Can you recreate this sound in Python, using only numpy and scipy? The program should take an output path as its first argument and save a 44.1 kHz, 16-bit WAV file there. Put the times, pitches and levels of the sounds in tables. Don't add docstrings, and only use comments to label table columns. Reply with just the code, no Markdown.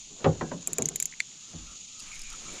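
import sys
import numpy as np
from scipy import signal
from scipy.fft import rfft, irfft
from scipy.io import wavfile
from scipy.ndimage import uniform_filter1d

SR = 44100
rng = np.random.default_rng(int(sys.argv[2]) if len(sys.argv) > 2 else 0)


def natural_amplitude(level_db):
    exponent = np.asarray(level_db, float) / 20
    return 10 ** exponent


def persist_wave(psi):
    counts = np.round(np.clip(psi, -1, 1) * 32767).astype(np.int16)
    wavfile.write(sys.argv[1], SR, np.atleast_2d(counts).T)


N = 114660

# (pitch [Hz], level [dB], t60 [s])
BOW_MODES = [(91, -2.5, 0.23), (117.3, 2.5, 0.21), (155.7, 2, 0.42), (260, -8.5, 0.19), (360, -8, 0.19),
             (403, 3, 0.16), (505, 7.5, 0.16), (553, 4, 0.095), (557.6, -0.5, 0.048), (782, 1, 0.14),
             (1093, -5.5, .11), (1200, -4, 0.043), (1394, -15, 0.19)]
RIB_MODES = [(163.3, -6, 0.6), (260, -14, 0.32), (340, -9, 0.25), (480, -11, 0.31), (543, -8, 0.16),
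             (730, -17, 0.24), (815, -10, 0.12), (1017, -6, 0.12), (1240, -27, 0.11), (1594, -21, 0.3),
             (1890, -10.5, 0.044)]
SEAT_MODES = [(169.5, 2.5, 0.28), (262.5, -5, 0.3), (391, -6.5, 0.16), (579, -2.5, 0.15), (800, -30, .11),
              (987, -7.5, 0.097), (1620, -12, 0.033)]
KEEL_MODES = [(156.6, -3.5, 0.46), (235.4, -10.5, 0.34), (285.5, -14, 0.43), (373.4, -4.5, 0.35),
              (433.3, -1, 0.22), (508, -13, 0.12), (698, -4, 0.097), (945, -12, 0.04), (1131, -10, 0.08)]
FLOOR_MODES = [(47, 1, 0.71), (89, 4, 0.3), (172, 7, 0.32), (246, 1.5, 0.32), (310.4, 1, 0.39),
               (500, -27, 0.078), (723, -11, 0.066)]
KNOCK_TIMES = [
    .251,
    .408,
    .5105,
    .7805,
    1.524,
]
# (strength [dB], hardness [dB per octave], travel time at 100 Hz [s])
KNOCKS = [(-28, 0.5, 0.037), (-30.5, 1.5, 0.016), (-36, 1.5, 0.026), (-35, 0.5, 0.026),
          (-50.5, -0.5, 0.049)]
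BUMP_TIMES = [.2425, .673, .808, .904, .951, .185, .105, .717]
# (strength [dB], hardness [dB per octave], travel time at 100 Hz [s])
BUMPS = [(-28, 4, 0.0072), (-52.5, 4.5, 0.0062), (-37, -3, 0.014), (-48, -2.5, 0.015), (-56.5, -3, 0.013),
         (-63, 2, .01), (-58, -2, 0.011), (-51, -6, 0.0078)]
# (pitch [Hz], level [dB])
SMALL_MODES = [(40, -23.5), (90, -21), (220, -5.5), (400, -7.5), (1200, -14.5), (2300, -21), (4000, -27),
               (7000, -48.5)]
# (time [s], level [dB])
SHUFFLE = [(0, -70), (.09, -66), (.13, -60.5), (.23, -46), (.62, -58), (.66, -60.5), (.7, -47.5),
           (.97, -57), (1.04, -63), (1.4, -72.5), (1.52, -57.5), (1.63, -62), (1.85, -73), (2.08, -63.5),
           (2.25, -68), (2.5, -51)]

# (time [s], peak [dB], ring pitch [Hz], brightness [dB], body pitch [Hz])
PAWL_TICKS = [
    (0.6732, -12, 7350, 3, 2400),
    (0.7317, -14, 7230, 2, 2470),
    (0.7836, -12, 6930, -2, 2340),
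    (0.8219, -11.5, 6945, -10, 2250),
    (0.8564, -13.5, 6500, -1.5, 2050),
    (0.887, -13, 7040, -3, 2120),
    (0.9585, -13.5, 6930, 1, 2070),
    (1.0006, -12.5, 6810, 0, 2290),
    (1.0251, -13.5, 6990, 0, 2150),
    (1.0556, -13.5, 6880, 3, 2250),
]
# (share of ring pitch, width [Hz], level [dB])
PAWL_MAIN = [(0.949, 303, -0.5), (1.011, 260, 3), (1.07, 335, -2)]
# (pitch [Hz], width [Hz], level [dB])
PAWL_RING = [(1700, 230, -31), (3280, 260, -22.5), (3900, 350, -18), (4630, 400, -26.5), (5380, 390, -18.5),
             (8910, 310, -11)]
# (pitch [Hz], width [Hz], level [dB])
PAWL_TOP = [(9570, 370, -14.5), (10630, 310, -8), (11960, 340, -12.5), (12570, 660, -13), (13800, 720, -19),
            (15000, 670, -24.5), (16000, 450, -36)]
# (time [s], level [dB])
BAIL_SNAP = [
    (1.2, -31),
    (1.2032, -10),
    (1.2086, -28.5),
]
# (time [s], level [dB])
BAIL_TAPS = [
    (1.125, -35.5),
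    (1.138, -35),
    (1.316, -50),
]
# (pitch [Hz], width [Hz], level [dB])
BAIL_RING = [(2084, 286, 2), (3540, 63, -28), (4380, 550, 3.5), (5930, 530, -7.5), (7350, 520, -1.5),
             (9200, 580, -16.5), (11040, 540, -20.5), (12800, 800, -30), (14400, 800, -36)]

# (time [s], sleeve effort [dB], strap rub [dB], seat creak [dB], air on the microphone [dB])
MOVE = [(0, -83, -82, -93, -57), (.3, -70, -102, -103, -59), (1.2, -67.5, -69, -81, -67.5),
        (1.45, -66.5, -95, -66, -78), (1.6, -65, -88, -69.5, -52), (1.73, -67, -59, -55, -60),
        (1.82, -105, -101, -82, -86), (1.97, -83, -77, -63, -64), (2.03, -56, -71, -62, -54),
        (2.13, -56.5, -48.5, -64.5, -51), (2.27, -60, -51.5, -87, -42), (2.335, -53, -66, -44, -48),
        (2.38, -57, -61, -81, -56), (2.47, -55.5, -62, -50, -49), (2.55, -53, -49, -71, -53.5)]
# (pitch [Hz], level [dB])
SLEEVE_COLOUR = [(300, -20.5), (1000, 7.5), (3000, 6.5), (7000, -11.5), (9000, -1), (12000, -23),
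                 (15100, -30), (15500, -59)]
# (time [s], level [dB], centre [Hz])
SNAPS = [(1.992, -50, 8000), (1.997, -44.5, 9000), (2.002, -43.5, 8000), (2.007, -50, 10000),
         (2.026, -55, 9000), (2.085, -52, 8000), (2.126, -52, 8000), (2.146, -50, 9000),
         (2.156, -47, 10500), (2.173, -56, 11000), (2.1935, -42, 11000), (2.217, -41.5, 10000),
         (2.2363, -48.5, 9500), (2.302, -43, 9500), (2.329, -49, 11000), (2.362, -51, 10000),
         (2.4074, -62, 13500), (2.451, -67, 9000), (2.512, -66, 11000), (2.527, -54, 12000),
         (2.539, -48.5, 9500), (2.565, -51, 10000)]
# (pitch [Hz], level [dB])
SNAP_COLOUR = [(2000, -13), (5000, 10.5), (9000, 1), (13000, -15), (15200, -21.5), (15700, -45)]
# (time [s], level [dB], pitch [Hz])
PINGS = [
    (2.219, -39, 5050),
    (2.003, -42, 2700),
    (.474, -54, 1950),
]

# (pitch [Hz], level [dB])
CREEK_COLOUR = [(30, -25), (100, -50.5), (160, -4.5), (500, -46), (790, -23.5), (1600, -32), (2600, -12),
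                (3700, -9.5)]
# (pitch [Hz], level [dB])
INSECT_COLOUR = [(5300, -12.5), (6300, -5), (6700, -1.5), (7000, 1.5), (7350, -8), (7700, -17),
                 (9000, -27.5), (11000, -35.5), (12500, -48), (15000, -52), (15600, -72)]
# (time [s], level [dB])
BANK_LEVEL = [
    (0.0, -47.5),
    (1.19, -48),
    (2.6, -43.5),
]
# (pitch [Hz], level [dB])
LEFT_LEAN = [(6000, -47), (10500, -24), (11800, -15), (14000, -9.5), (16500, -14)]

SMALL_T60_S, SMALL_SLOPE = 0.33, 0.43
RISE_SHARE = 0.89
CLUSTER_SHARE = 0.0524
SOFT_HZ = 150
BODY_WIDTH_HZ, BODY_DB = 215, -15.5
WANDER_SHARE, WANDER_DB = 0.02, 3.0
SECOND_S, SECOND_DB = 0.0017, -6
BOUNCE_S, BOUNCE_DB = 0.0054, -17.5
CHATTER_DB, CHATTER_T60_S = -22, 0.032
STRAP_HZ, STRAP_WIDTH_HZ = 2330, 330
CREAK_HZ, CREAK_WIDTH_HZ = 1266, 110
AIR_HZ = 43.3
CRINKLES_PER_S, CRINKLE_DB = 270, -7
SNAP_T60_S, SNAP_RISE_S, SNAP_DB, SNAP_OCTAVES = 0.018, 0.0005, 9.5, 0.7
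SIDE_DB, EDGE_HZ = -97, 16800


def hull():
    rumble = noise(lambda f: read(SMALL_MODES, f) - 3 * np.log2(1 + f / 300), 3.0, 1.5)
    out = curve(SHUFFLE, col=1) * rumble
    struck = [BOW_MODES, RIB_MODES, SEAT_MODES, KEEL_MODES, FLOOR_MODES] + [KEEL_MODES] * len(BUMPS)
    for s, strike, modes in zip(KNOCK_TIMES + BUMP_TIMES, KNOCKS + BUMPS, struck):
        add(out, s, knock(*strike, modes))
    return out


def knock(db, hard_db, travel, modes):
    t = np.arange(SR // 2)[:, None] / SR
    draw = rng.random((90, 3))
    small = np.geomspace(40, 7000, 90) * (0.97 + 0.06 * draw[:, 0])
    small_level = read(SMALL_MODES, small) + 10 * np.log10(0.05 + draw[:, 1])
    small_t60 = SMALL_T60_S * (100 / small) ** SMALL_SLOPE
    named, named_level, named_t60 = np.repeat(modes, 3, axis=0).T
    offset = np.tile([0, -1, 1], len(modes)) * (0.5 + rng.random(len(named)))
    named = named * (1 + CLUSTER_SHARE * offset)
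    named_level = named_level - 4 * rng.random(len(named))

    hz = np.r_[named, small]
    level = np.r_[named_level, small_level] + hard_db * np.log2(np.maximum(hz, SOFT_HZ) / 300)
    t60 = np.r_[named_t60, small_t60]
    lag = abs(travel) * np.sqrt(100 / hz)
    rise = np.clip((t - (1 - RISE_SHARE) * lag) / (RISE_SHARE * lag + 1e-4), 0, 1)
    decay = natural_amplitude(db + level - 60 * np.maximum(t - lag, 0) / t60)
    envelope = np.sin(np.pi / 2 * rise) ** 2 * decay
    phase = np.r_[rng.random(len(named)), draw[:, 2]]
    return (envelope * np.sin(2 * np.pi * (hz * t + phase))).sum(1)


def reel():
    out = np.zeros(N)
    t = np.arange(1500) / SR
    for s, db, hz, bright_db, body_hz in PAWL_TICKS:
        peaks = [(hz * share, w, d) for share, w, d in PAWL_MAIN] + PAWL_RING
        peaks += [(f, w, d + bright_db) for f, w, d in PAWL_TOP]
        peaks += [(body_hz, BODY_WIDTH_HZ, BODY_DB)]
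        tick = ring(peaks, 0.00035)
        contacts = rng.standard_normal(1500) * (rng.random(1500) < 0.1)
        chatter = natural_amplitude(CHATTER_DB - 60 * t / CHATTER_T60_S) * contacts
        add(out, s, natural_amplitude(db) * (tick + signal.fftconvolve(chatter, tick)[:1500]))
        second = s + SECOND_S * (0.52 + 0.4 * rng.random())
        add(out, second, natural_amplitude(db + SECOND_DB) * ring(peaks, 0.00034))
        bounce = s + BOUNCE_S * (1 + 0.036 * rng.standard_normal())
        add(out, bounce, natural_amplitude(db + BOUNCE_DB) * ring(peaks, 0.0012))
    for s, db in BAIL_SNAP:
        add(out, s, natural_amplitude(db) * ring(BAIL_RING, 0.00074))
    for s, db in BAIL_TAPS:
        add(out, s, natural_amplitude(db) * ring(BAIL_RING[:1], 0.00072))
    return out


def ring(peaks, rise_s):
    t = np.arange(1500)[:, None] / SR
    hz, width, level = np.transpose(peaks)
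    draw = rng.standard_normal((len(hz), 3))
    hz = hz * (1 + WANDER_SHARE * draw[:, 0])
    tone = np.sin(2 * np.pi * (hz * t + draw[:, 2])) * np.exp(-np.pi * width * t)
    onset = 1 - np.exp(-(t / rise_s) ** 2)
    tick = (natural_amplitude(level + WANDER_DB * draw[:, 1]) * tone * onset).sum(1)
    return tick / abs(tick).max()


def sleeve():
    effort = curve(MOVE, col=1)
    fabric = effort * noise(lambda f: read(SLEEVE_COLOUR, f), 1.2, 0.97)
    strap = curve(MOVE, col=2) * band(STRAP_HZ, STRAP_WIDTH_HZ, 3.9)
    creak = curve(MOVE, col=3) * band(CREAK_HZ, CREAK_WIDTH_HZ, 1.1)
    return fabric + strap + creak + crinkles(effort) + snaps() + curve(MOVE, col=4) * air()


def crinkles(effort):
    strength = natural_amplitude(CRINKLE_DB + 3.0 * np.minimum(rng.exponential(1, N), 4))
    kicks = effort * strength * (rng.random(N) < CRINKLES_PER_S / SR)
    decay = natural_amplitude(-60 / (SNAP_T60_S * SR))
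    bursts = signal.lfilter([1], [1, -decay], kicks) * rng.standard_normal(N)
    return colour(bursts, lambda f: read(SNAP_COLOUR, f))


def snaps():
    out = np.zeros(N)
    t = np.arange(1024) / SR
    f = np.fft.rfftfreq(1024, 1 / SR) + 1
    for s, db, hz in SNAPS:
        tint = natural_amplitude(read(SNAP_COLOUR, f) - 3.2 * (np.log2(f / hz) / SNAP_OCTAVES) ** 2)
        puff = irfft(rfft(rng.standard_normal(1024)) * tint)
        onset = 1 - np.exp(-(t / SNAP_RISE_S) ** 2)
        add(out, s - SNAP_RISE_S, natural_amplitude(db + SNAP_DB - 60 * t / SNAP_T60_S) * onset * puff)
    for s, db, hz in PINGS:
        add(out, s, natural_amplitude(db) * ring([(hz, 90, 0)], 0.00072))
    return out


def air():
    def tilt(f):
        return -10 * np.log10(1 + (f / AIR_HZ) ** 12) - 40 * (f < 6) - 5 * np.log2(f + 1)
    return evened(colour(rng.standard_normal(N), tilt))


def banks():
    return curve(BANK_LEVEL, col=1) * noise(lambda f: read(CREEK_COLOUR + INSECT_COLOUR, f), 0.56, 0.95)


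def noise(db_of, patch_db, throb_db):
    frames, hz = N // 128 + 6, np.fft.rfftfreq(512, 1 / SR)
    real, imag, patch = rng.standard_normal((frames, 257, 3)).T
    patch = uniform_filter1d(patch, size=7, axis=0)
    patch = evened(uniform_filter1d(patch, size=20, axis=1))
    throb = evened(uniform_filter1d(rng.standard_normal(frames), size=3))
    level = db_of(hz)[:, None] + patch_db * patch + throb_db * throb
    spectra = (real + 1j * imag) * natural_amplitude(level)
    return evened(signal.istft(spectra, nperseg=512, noverlap=384)[1][:N])


def band(hz, width_hz, throb_db):
    return noise(lambda f: -20 * np.log10(1 + ((f - hz) / width_hz * 2) ** 2), 3.3, throb_db)


def colour(x, db_of):
    return irfft(rfft(x) * natural_amplitude(db_of(np.fft.rfftfreq(N, 1 / SR))), N)


def read(points, hz):
    f, value = np.transpose(points)
    return np.interp(np.log(hz + 1), np.log(f + 1), value)


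def curve(rows, col):
    rows = np.array(rows)
    return natural_amplitude(np.interp(np.arange(N) / SR, rows[:, 0], rows[:, col]))


def evened(x):
    return x / np.sqrt(np.mean(x ** 2) + 1e-20)


def add(mix, s, sound):
    part = mix[round(s * SR):][:len(sound)]
    part += sound[:len(part)]


def scene():
    mono = hull() + reel() + sleeve() + banks()
    return np.tile(mono, (2, 1))


def roll_off(x):
    return signal.sosfilt(signal.butter(12, 16990, fs=SR, output="sos"), x)


def record(dry):
    lean = colour(dry[0], lambda f: read(LEFT_LEAN, f))
    side = lean + natural_amplitude(SIDE_DB) * band(12400, 800, 0.75)
    wide = dry + side * np.array([[1.0], [-1.0]])
    lowpass = signal.firwin(255, EDGE_HZ, window=("kaiser", 9), fs=SR)
    mix = signal.oaconvolve(wide, lowpass[None], "same")
    return roll_off(mix)


dry = scene()
out = record(dry)
persist_wave(out)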